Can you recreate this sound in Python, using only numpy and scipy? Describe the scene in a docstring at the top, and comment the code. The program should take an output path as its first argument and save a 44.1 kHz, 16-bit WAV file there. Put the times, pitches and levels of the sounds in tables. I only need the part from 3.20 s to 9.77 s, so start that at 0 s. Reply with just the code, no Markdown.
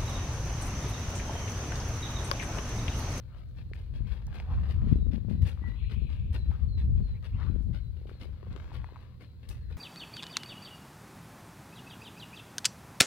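"""A horse walking on gravel

A horse is walked along a barn: each hoof thuds and grinds stones together, with scuffs of grit between.
Gusts buffet the hand-held microphone, sleeves rustle and fingers bump its case.
Far off, one bird repeats a falling whistle, another gives a note and a buzzy trill, and an engine idles."""
import sys
import numpy as np
from scipy import signal
from scipy.fft import rfft, irfft, next_fast_len
from scipy.io import wavfile
from scipy.ndimage import uniform_filter1d

SR = 44100
rng = np.random.default_rng(int(sys.argv[2]) if len(sys.argv) > 2 else 0)


def materialize(psi):
    """Save the field psi as 16-bit PCM at rate SR to the path in sys.argv[1].

    A 1-D psi becomes a single channel; in a 2-D psi each row is a channel.
    """
    bounded = np.clip(np.atleast_2d(psi).T, -1, 1)
    quanta = np.round(bounded * 32767).astype(np.int16)
    wavfile.write(sys.argv[1], SR, quanta)


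N = 289737
TIME = np.arange(N) / SR

# Below, "lean" is how much louder the left side is than the right. A spectrum sets only the tone colour.
# spectrum of the open-air hush: f/Hz, level/dB
AIR_SPECTRUM = [(30, 3), (48, 17), (120, 17), (250, 9), (480, -6.5), (700, -17.5), (1500, -22.5),
                (3000, -19), (4200, -9), (5500, -25.5), (7500, -29), (10000, -31.5), (15500, -28.5)]
# how the hush leans left: f/Hz, lean/dB
AIR_LEAN = [(100, -1.5), (400, 4.5), (1000, 6), (2200, 19.5), (4000, 17), (6000, 3), (9000, -3.5),
            (15000, -1)]
# tones of the idling engine: f/Hz, level/dB, lean/dB
ENGINE_TONES = [(79, -52, -0.5), (118.3, -54, 2.5), (174.8, -70.5, 0.5), (376.4, -76, 6.5),
                (496, -73.5, 11.5)]

# the first bird's whistles: t/s, lowest f/Hz, fall/Hz, relative level/dB
BIRD_WHISTLES = [(1.74, 3810, 230, -65), (2.11, 3860, 250, -68), (2.45, 3930, 250, -68),
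                 (2.57, 4080, 110, -61), (2.79, 3980, 280, -64), (3.13, 3990, 310, -57),
                 (3.48, 4010, 340, -57), (3.82, 4000, 380, -61), (4.19, 4030, 280, -66),
                 (4.55, 3970, 440, -66), (4.91, 4000, 430, -65), (5.66, 3960, 360, -68),
                 (6.02, 3990, 320, -69), (6.4, 3970, 400, -67)]
# shape of one whistle: share of its length, share of the fall still to come, level/dB
WHISTLE_SHAPE = [(0, 1, -6), (.25, .5, -1), (.5, .16, 0), (.75, 0, 0), (.9, .07, -4), (1, .3, -14)]
# the second bird's opening note: t/s, f/Hz, level/dB
OPENING_NOTE = [(2.41, 1940, -76), (2.435, 1950, -51.5), (2.47, 1958, -52), (2.505, 1914, -54.5),
                (2.535, 2040, -62), (2.58, 2010, -79)]
# spectrum of its trill: f/Hz, level/dB
TRILL_SPECTRUM = [(1800, -37), (2300, -2), (2550, 1), (2850, -6), (3100, -6.5), (3450, -6), (3900, -12.5),
                  (4600, -43)]

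# the breeze on the microphone: t/s, left level/dB, lean/dB
BREEZE = [(0, -42.5, 5), (.6, -39.5, -0.5), (.72, -32.5, 21), (1.2, -38.5, -3), (1.4, -26.5, 8.5),
          (1.76, -24.5, 2.5), (1.97, -29, 17.5), (2.35, -31.5, 7.5), (2.62, -36, 15), (3.1, -26.5, 4),
          (3.42, -32.5, 5.5), (3.66, -22.5, 2.5), (4.04, -37, 4), (4.28, -25.5, 14.5), (4.7, -32, 11.5),
          (4.92, -42.5, 2.5), (6.1, -53.5, -1.5), (6.5, -44.5, 2)]
# gusts: middle t/s, length/s, rumble/dB, flutter/dB, lean/dB
WIND_GUSTS = [(0.64, 0.059, -44, -73, -8), (0.768, 0.19, -36, -54, 0.5), (0.826, 0.073, -25.5, -43.5, 25),
              (0.901, 0.15, -26.5, -57, 21), (1.075, 0.15, -40.5, -74, -6), (1.366, 0.17, -28.5, -62, -3),
              (1.574, 0.21, -27.5, -58, 11), (1.717, 0.26, -28, -29, 18), (1.862, 0.12, -21, -41.5, 24),
              (1.936, 0.14, -36, -29.5, 25), (2.123, 0.16, -31.5, -30, 27), (2.165, 0.13, -32, -63, 3),
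              (2.232, 0.077, -17.5, -64, 8.5), (2.457, 0.15, -31.5, -42.5, 12), (2.5, 0.18, -31, -45, 17),
              (2.64, 0.15, -26, -70, 9), (2.808, 0.25, -25.5, -40.5, 14), (3.293, 0.079, -21.5, -37, 10),
              (3.448, 0.12, -21.5, -56, 19), (3.764, 0.23, -22, -41, 12.5),
              (3.812, 0.055, -20.5, -33.5, 20), (3.927, 0.12, -34.5, -55, 0), (4.146, 0.1, -27.5, -56, 2.5),
              (4.344, 0.28, -26.5, -37, 26), (4.5, 0.12, -29, -36.5, 10.5), (5.107, 0.11, -32.5, -54, 13),
              (5.31, 0.13, -35, -47, 2.5), (5.437, 0.14, -41.5, -68, -2.5), (5.593, 0.17, -32, -68, 9),
              (6.304, 0.069, -32.5, -68, 16), (6.378, 0.091, -50, -82, -12.5), (6.517, 0.25, -34, -67, 6.5)]
# single swirls of air that slap the left side: t/s, level/dB, f/Hz
WIND_SLAPS = [(1.7275, -2.4, 150), (2.231, -15, 100), (3.666, -17, 90), (3.732, -15, 85), (3.800, -17, 95)]
# spectrum of the rumble of slow swirls: f/Hz, level/dB
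RUMBLE_SPECTRUM = [(10, -35.5), (24, -12.5), (38, -1), (47, 6), (70, 7), (100, 0), (150, -11), (220, -21.5),
                   (320, -39), (500, -43), (1000, -69.5), (2000, -80.5)]
# spectrum of the wind's flutter: f/Hz, level/dB
FLUTTER_SPECTRUM = [(60, -31), (130, -3.5), (205, 3), (320, -22), (450, -29), (700, -51), (1500, -59),
                    (3000, -78.5)]

# how much the case shields the right side from a sound ahead: f/Hz, loss/dB
CASE_SHADE = [(200, -2.5), (550, 1.5), (1300, 11), (2400, 14), (4400, 10), (8000, -1.5)]
# strokes of rubbing cloth: middle t/s, length/s, level/dB, extra lean/dB
SLEEVE_STROKES = [(0, 0.11, -60.5, 1), (0.164, 0.27, -59.5, 2), (0.946, 0.33, -57, 5),
                  (1.18, 0.21, -50, -2), (1.332, 0.14, -50.5, -3), (1.456, 0.21, -51, -3.5),
                  (1.662, 0.28, -54.5, 1.5), (2.48, 0.33, -58.5, -1), (3.36, 0.28, -58, 0.5),
                  (3.918, .16, -62, 5.5), (4.227, 0.19, -48.5, 3), (4.367, .12, -58.5, 6),
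                  (5.152, 0.65, -62.5, 4), (5.445, 0.38, -53.5, -0.5), (5.32, 0.17, -56.5, 8),
                  (5.72, 0.51, -57, -1)]
# spectrum of the cloth: f/Hz, level/dB
CLOTH_SPECTRUM = [(200, 5), (450, 0.5), (850, -2), (1250, 1), (1800, -4), (2700, -7), (4200, -12.5),
                  (6000, -27.5), (9000, -38), (15000, -42)]
# spectrum of one fast, sizzling stroke: f/Hz, level/dB
SIZZLE_SPECTRUM = [(2500, -12), (5000, 6), (7000, 2), (9000, -9), (15000, -8)]
# short hollow rasps: t/s, length/s, starting f/Hz, level/dB
RASP_SLIDES = [(0.088, .11, 1170, -63.5), (0.839, 0.085, 2310, -62), (1.26, 0.098, 869, -49.5),
               (1.56, 0.1, 1062, -57.5), (2.619, 0.041, 1870, -59.5), (3.306, 0.07, 1100, -57.5),
               (3.936, 0.056, 2120, -62.5), (4.124, 0.055, 2480, -61.5), (4.18, 0.065, 1100, -48.5),
               (4.201, 0.034, 1614, -52), (4.242, 0.062, 1163, -52.5), (6.32, 0.33, 1697, -69.5)]
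# sharp taps on the case, and a sharp stone click underfoot near 6.29 s: t/s, level/dB, f/Hz, lean/dB
SHARP_TAPS = [(.5345, -30.5, 2020, 14), (1.068, -43.5, 6070, -1), (1.0798, -46, 850, 12),
              (1.186, -40, 2600, 6), (1.2003, -32, 2320, 3), (1.2007, -39.5, 756, 6),
              (1.327, -43, 1200, 11), (1.3765, -44.5, 1120, 5), (1.386, -41, 1090, 5),
              (1.455, -47, 1900, 9), (1.498, -41.5, 690, 7), (2.3743, -45, 1160, 9),
              (2.394, -48, 1190, 12), (2.439, -40.5, 940, 8), (3.3148, -41.5, 850, 11),
              (4.23, -39, 1820, 8), (4.895, -39.5, 1340, 14), (5.2294, -45.5, 1100, 8),
              (5.268, -42.5, 470, 6), (5.329, -44.5, 3980, 15), (5.3626, -38, 3300, 26),
              (5.3627, -38, 1110, 22), (5.5171, -39.5, 860, 3), (5.643, -34, 946, 6),
              (5.6435, -43.5, 2000, 9), (5.689, -44.5, 885, 2), (5.759, -38, 1070, 6),
              (5.766, -41, 955, 4), (6.2907, -33.5, 4000, 10), (6.2909, -33.5, 9600, 1),
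              (6.5127, -46, 476, 5)]
# dull knocks on its left side: t/s, peak level/dB
CASE_KNOCKS = [(0.514, -36.5), (4.766, -50), (4.8144, -42.5), (4.855, -36), (4.891, -38), (4.914, -37),
               (4.952, -47), (5.056, -38.5), (5.091, -45), (5.2293, -38), (5.353, -39.5), (5.363, -35),
               (5.722, -39.5)]

# hooves landing on gravel: t/s, crunch level/dB
HOOF_STEPS = [(.16, -61), (.362, -55), (.735, -53.5), (.91, -52), (1.132, -51), (1.487, -47.5),
              (1.914, -52.5), (2.251, -42.5), (2.696, -48.5), (3.126, -44.5), (3.574, -52), (4.026, -49.5),
              (4.528, -52), (4.999, -46.5), (5.524, -48), (5.999, -52.5)]
# lighter scuffs between them: t/s, crunch level/dB
HOOF_SCUFFS = [(.547, -54), (.585, -61.5), (.868, -56), (1.684, -53.5), (2.094, -53.5), (2.218, -54.5),
               (2.475, -58), (2.889, -56), (2.924, -56), (3.304, -58.5), (3.768, -62.5), (3.87, -62.5),
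               (4.765, -64), (4.868, -58), (4.888, -60), (5.8, -61), (6.228, -59.5), (6.287, -51.5),
               (6.5, -54.5)]
# sand kicked up: t/s, level/dB
SAND_SPRAYS = [(.283, -81), (1.14, -72), (2.218, -66.5), (2.265, -61.5), (3.13, -66), (4.42, -76),
               (5.55, -87), (6.287, -57)]
# spectrum of grinding gravel: f/Hz, level/dB
GRAVEL_SPECTRUM = [(150, -22.5), (400, 5.5), (700, -4), (1300, -4.5), (2400, 0), (4000, -5), (5000, -10),
                   (6000, -30), (8000, -35.5)]
# spectrum of fine sand: f/Hz, level/dB
SAND_SPECTRUM = [(3500, -17.5), (5200, 8), (6500, 5), (7700, 1), (9200, 9.5), (11000, -1), (12500, 3.5),
                 (15500, -5)]
# spectrum of the ground's thud: f/Hz, level/dB
THUD_SPECTRUM = [(30, -23.5), (80, 5.0), (150, -8), (300, -9.5), (700, -22.5), (2000, -92.0)]


def from_db(db):
    """Turn decibels into a factor to multiply a sound by."""
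    return 10 ** (np.asarray(db) / 20)


def rms_one(x):
    """Scale a sound so that its average strength (rms) is 1."""
    return x / np.sqrt(np.mean(x ** 2, axis=-1, keepdims=True) + 1e-20)


def evened(x, size=SR // 14):
    """Hold a noise's strength near 1 over stretches of `size` samples."""
    return x / np.sqrt(uniform_filter1d(x ** 2, size, axis=-1) + 1e-12)


def in_time(rows, t=TIME):
    """Join a table's points with straight lines, one curve for each column after the first."""
    s, *columns = np.transpose(rows)
    return [np.interp(t, s, c) for c in columns]


def swell(middle_s, length_s, t=TIME):
    """A smooth rise and fall of height 1."""
    return np.exp(-np.pi * 2 * ((t - middle_s) / length_s) ** 2)


def drift(rate_hz):
    """A random wobble of typical size 1; a higher rate wobbles faster."""
    hop, warm_up = 40, 2000
    r = np.exp(-2 * np.pi * hop * rate_hz / SR)
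    slow = signal.lfilter([1], [1, -2 * r, r * r], rng.standard_normal(N // hop + warm_up + 2))[warm_up:]
    return np.interp(np.arange(N) / hop, np.arange(len(slow)), rms_one(slow))


def colour(x, spectrum):
    """Turn each frequency up or down as the spectrum says."""
    size = next_fast_len(N)
    hz, db = np.transpose(spectrum)
    bins_hz = np.maximum(np.arange(size // 2 + 1) * SR / size, 1)
    gain = from_db(np.interp(np.log(bins_hz), np.log(hz), db))
    return irfft(rfft(x, size) * gain, size)[..., :N]


def stereo(near, scattered, likeness, lead=3):
    """Sound reaches the right side `lead` samples early, mixed with scattered sound."""
    right = np.sqrt(likeness) * np.roll(near, -lead) + np.sqrt(1 - likeness) * scattered
    return np.array([near, right])


def lean(pair, lean_db):
    """Lean a sound to the left by turning the right side down."""
    return np.array([pair[0], pair[1] * from_db(-lean_db)])


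def shaded(pair, losses):
    """Turn the right side down by a different amount at each frequency."""
    return np.array([pair[0], colour(pair[1], [(hz, -db) for hz, db in losses])])


def noise(spectrum, likeness):
    """Smooth stereo noise of strength 1."""
    return rms_one(colour(stereo(*rng.standard_normal((2, N)), likeness), spectrum))


def grains(spectrum, per_s, spread_db, likeness, lead=3):
    """A stereo stream of tiny random impacts of uneven size, with strength 1."""
    boost_db = spread_db * np.minimum(rng.exponential(1, (2, N)), 4)
    sizes = from_db(boost_db) * rng.standard_normal((2, N))
    clicks = sizes * (rng.random((2, N)) < per_s / SR)
    return rms_one(colour(stereo(*clicks, likeness, lead), spectrum))


def near_bounces(pair, bounce_db):
    """Quick, shifting bounces off hand, body and ground make the tone patchy; strength 1."""
    out, sample = pair.copy(), np.arange(N)
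    for side in range(2):
        for k in range(3):
            lag_s = .0011 * 1.8 ** k * (1 + .12 * drift(2))
            out[side] += from_db(bounce_db) * np.interp(sample - lag_s * SR, sample, pair[side])
    return rms_one(out)


def barn_echoes(pair, echo_db, delay_s):
    """Add six weak, dull echoes off the barn and fences to each side."""
    dull = signal.sosfilt(signal.butter(1, 4500, fs=SR, output="sos"), pair + 1e-18)
    out = pair.copy()
    for side in range(2):
        for lag in (delay_s * SR * rng.uniform(.5, 2.5, 6)).astype(int):
            out[side, lag:] += from_db(echo_db) * dull[side, :N - lag]
    return out


def open_air(level_db=-56.5):
    """The steady hush of the outdoors."""
    return shaded(from_db(level_db) * noise(AIR_SPECTRUM, likeness=.11), AIR_LEAN)


def engine(wander=.0127, waver_db=2.0):
    """A far engine hums; its tones rise and fall together as its speed wanders."""
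    out = np.zeros((2, N))
    engine_time = np.cumsum(1 + wander * drift(3.83)) / SR
    for hz, level_db, lean_db in ENGINE_TONES:
        height = np.sqrt(2) * from_db(level_db + waver_db * drift(33))
        tone = height * np.sin(2 * np.pi * (hz * engine_time + rng.random()))
        out += lean([tone, tone], lean_db)
    return out


def whistling_bird(length_s=.16, gain_db=-1.5, waver_db=2.0):
    """Almost pure whistles slide down in pitch and waver on their way through the air."""
    song = np.zeros(N)
    for s, hz, fall_hz, level_db in BIRD_WHISTLES:
        span = slice(int(s * SR), int((s + length_s) * SR))
        share = (TIME[span] - s) / length_s
        height, shape_db = in_time(WHISTLE_SHAPE, share)
        fade = np.clip(20 * np.minimum(share, 1 - share), 0, 1)
        phase = 2 * np.pi * np.cumsum(hz + fall_hz * height) / SR
        song[span] += from_db(level_db + shape_db) * fade * np.sin(phase)
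    song *= from_db(gain_db + waver_db * drift(60))
    return lean(stereo(song, 0, likeness=.96), 7.0)


def trilling_bird(peak_s=2.59, release_s=3.11, peak_db=-57, pulse_hz=75):
    """A rough held note breaks into a buzzy trill of fast-pulsing noise."""
    note_hz, note_db = in_time(OPENING_NOTE)
    roughness = 1 + .4 * drift(200)
    phase = 2 * np.pi * np.cumsum(note_hz * (1 + .012 * drift(120))) / SR
    note = from_db(note_db) * roughness * np.sin(phase)
    note *= (TIME > OPENING_NOTE[0][0]) & (TIME < OPENING_NOTE[-1][0])
    rise, sag, release = 257, 16.5, 74.5  # dB per second
    age = TIME - peak_s
    trill_db = peak_db + np.minimum(rise * age, -sag * age) - release * np.maximum(TIME - release_s, 0)
    pulsing = 1 + .15 * np.sin(2 * np.pi * pulse_hz * TIME)
    trill = from_db(trill_db) * pulsing * noise(TRILL_SPECTRUM, likeness=.62)
    return lean(trill + note, 18.0)


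def wind(stiff_breeze_db=-25.5, stiff_flutter_db=-45.5, flutter_growth=2.4, right_flutter_db=1.5):
    """Air swirls over each side of the microphone: a rumble, and a lumpy flutter as it blows harder."""
    left_db, lean_db = in_time(BREEZE)
    breeze_db = np.array([left_db, left_db - lean_db])
    rumble = from_db(breeze_db)
    flutter = from_db(stiff_flutter_db + flutter_growth * (breeze_db - stiff_breeze_db))
    flutter = lean(flutter, -right_flutter_db)
    for s, length, rumble_db, flutter_db, lean_db in WIND_GUSTS:
        span = slice(max(int((s - length) * SR), 0), int((s + length) * SR))
        gust = lean([swell(s, length, TIME[span])] * 2, lean_db)
        rumble[:, span] = np.hypot(rumble[:, span], from_db(rumble_db) * gust)
        flutter[:, span] = np.hypot(flutter[:, span], from_db(flutter_db) * lean(gust, -right_flutter_db))
    out = rumble * evened(noise(RUMBLE_SPECTRUM, likeness=.12))
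    lumpy = noise(FLUTTER_SPECTRUM, likeness=0) * from_db(6.0 * drift(90))
    out += flutter * evened(lumpy)
    for s, level_db, hz in WIND_SLAPS:
        # a push of air with suction before and after it
        offset = (np.pi * hz * (TIME - s)) ** 2
        out[0] += from_db(level_db) * (1 - offset) / (1 + offset / 2) ** 3
    return signal.sosfilt(signal.butter(2, 30, "high", fs=SR, output="sos"), out)


def sleeves(rubbing_db=-69.5, sizzle_db=-73):
    """Cloth rubs faintly all the time and swells with each stroke; one is fast enough to sizzle."""
    power = np.full((2, N), from_db(rubbing_db)) ** 2
    for s, length, level_db, lean_db in SLEEVE_STROKES:
        stroke = from_db(level_db) * swell(s, length)
        power += lean([stroke, stroke], lean_db) ** 2
    fibres = grains(CLOTH_SPECTRUM, per_s=3000, spread_db=3.2, likeness=.7)
    fibres = shaded(near_bounces(fibres, bounce_db=-10.0), CASE_SHADE)
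    sizzle = from_db(sizzle_db) * swell(middle_s=5.42, length_s=.28) * noise(SIZZLE_SPECTRUM, likeness=.25)
    return np.sqrt(power) * fibres + lean(sizzle, 14.0)


def rasps(width_hz=420, climb=.15):
    """A short slide makes rubbing noise ring in a narrow band that climbs in pitch."""
    out = np.zeros(N)
    smoothing = signal.butter(2, width_hz / 2, fs=SR, output="sos")
    cosine, sine = rms_one(signal.sosfilt(smoothing, rng.standard_normal((2, N))))
    for s, length, hz, level_db in RASP_SLIDES:
        span = slice(int(s * SR), int((s + length) * SR))
        share = np.clip((TIME[span] - s) / length, 0, 1)
        phase = 2 * np.pi * np.cumsum(hz * (1 + climb * share)) / SR
        band = cosine[span] * np.cos(phase) + sine[span] * np.sin(phase)
        out[span] += from_db(level_db) * np.sin(np.pi * share) * band
    return lean(stereo(out, 0, likeness=.76), 6.5)


def taps(rise_cycles=1.06, crack_db=-11, crack_ratio=2.07, rattle_db=-32.0, rattle_s=.014):
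    """A finger swings the case, or a stone clicks, for about two cycles, with a brighter crack and a brief
    rattle."""
    out, t = np.zeros((2, N)), TIME[:SR // 20]
    for s, level_db, hz, lean_db in SHARP_TAPS:
        age = t * hz / rise_cycles
        bump = age * np.exp(1 - age)
        swing = bump ** 2 * np.sin(2 * np.pi * hz * t)
        crack = bump ** 4 * np.sin(2 * np.pi * min(hz * crack_ratio, SR / 3) * t)
        band = signal.butter(1, [hz * .9, min(hz * 2.5, SR / 3)], "band", fs=SR, output="sos")
        hiss = rms_one(signal.sosfilt(band, rng.standard_normal((2, len(t)))))
        rattle = hiss * np.minimum(age, 1) * np.exp(-t / rattle_s)
        touch = stereo(swing + from_db(crack_db) * crack, 0, likeness=.95) + from_db(rattle_db) * rattle
        at = int(s * SR)
        out[:, at:at + len(t)] += lean(from_db(level_db) * touch, lean_db)
    return out


def knocks(ring_hz=380, width_hz=126, softness_hz=680):
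    """A soft touch pushes the case in; it springs back and quickly settles."""
    out, t = np.zeros(N), TIME[:SR // 20]
    ring = np.exp(-np.pi * width_hz * t) * np.cos(2 * np.pi * ring_hz * t)
    push = signal.sosfilt(signal.butter(4, softness_hz, fs=SR, output="sos"), ring)
    for s, peak_db in CASE_KNOCKS:
        at = int(s * SR)
        out[at:at + len(t)] -= from_db(peak_db) * push / np.abs(push).max()
    return lean(stereo(out, 0, likeness=.8), 23)


def pebbles(per_s, low_hz, high_hz, ring_cycles, count=18):
    """Single stones clink at random, each at a pitch of its own; strength 1."""
    out = np.zeros(N)
    for hz in np.geomspace(low_hz, high_hz, count):
        hits = rng.standard_normal(N) * (rng.random(N) < per_s / count / SR)
        decay = 1000. ** (-hz / ring_cycles / SR)  # 60 dB down after ring_cycles
        turn = 2 * np.pi * hz / SR
        out += signal.lfilter([0, np.sin(turn)], [1, -2 * decay * np.cos(turn), decay ** 2], hits + 1e-18)
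    return rms_one(stereo(out, 0, likeness=1))


def contact_power(rows, rise_s, decay_s, first_touch):
    """Each contact starts at a share of its full force, builds up, then dies away."""
    power = np.zeros(N)
    for s, level_db in rows:
        span = slice(int(s * SR), int(s * SR) + SR // 2)
        age = TIME[span] - s
        pressing = np.clip(first_touch + (1 - first_touch) * age / rise_s, 0, 1)
        settling = np.exp(-np.maximum(age - rise_s, 0) / decay_s)
        power[span] += (from_db(level_db) * pressing * settling) ** 2
    return power


def hooves(thud_db=2.0, clink_db=-5.5, firm_step_db=-50.5, firm_sand_db=-74.5, sand_growth=.92):
    """Under a hoof's weight, stones grind and clink in spurts, sand hisses and the ground thuds."""
    power = contact_power(HOOF_STEPS, rise_s=.027, decay_s=.028, first_touch=.3)
    power += contact_power(HOOF_SCUFFS, rise_s=.009, decay_s=.055, first_touch=.71)
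    # firmer steps stir more sand
    sand_power = from_db(firm_sand_db) ** 2 * (power / from_db(firm_step_db) ** 2) ** sand_growth
    sand_power += contact_power(SAND_SPRAYS, rise_s=.0042, decay_s=.031, first_touch=.71)
    spurts = from_db(2.2 * drift(220))
    grinding = grains(GRAVEL_SPECTRUM, per_s=2800, spread_db=3.0, likeness=.6)
    clinks = from_db(clink_db) * pebbles(per_s=900, low_hz=1129, high_hz=4330, ring_cycles=32)
    stones = shaded(near_bounces(spurts * (grinding + clinks), bounce_db=-8.0), CASE_SHADE)
    sand = lean(spurts * grains(SAND_SPECTRUM, per_s=9000, spread_db=2.0, likeness=.15, lead=2), -4.0)
    thud = from_db(thud_db) * lean(noise(THUD_SPECTRUM, likeness=.98), 3.5)
    return np.sqrt(power) * (stones + thud) + np.sqrt(sand_power) * sand


def scene():
    """Add up all the sources; the birds and the hooves echo off the barn."""
    birds = barn_echoes(whistling_bird() + trilling_bird(), echo_db=-12.0, delay_s=.025)
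    horse = barn_echoes(hooves(), echo_db=-24.5, delay_s=.093)
    handling = sleeves() + rasps() + taps() + knocks()
    return open_air() + engine() + birds + wind() + handling + horse


def record(dry, cutoff_hz=15800):
    """Cut off the highest treble steeply."""
    return signal.sosfilt(signal.ellip(10, .1, 80, cutoff_hz, fs=SR, output="sos"), dry)


dry = scene()
out = record(dry)
materialize(out)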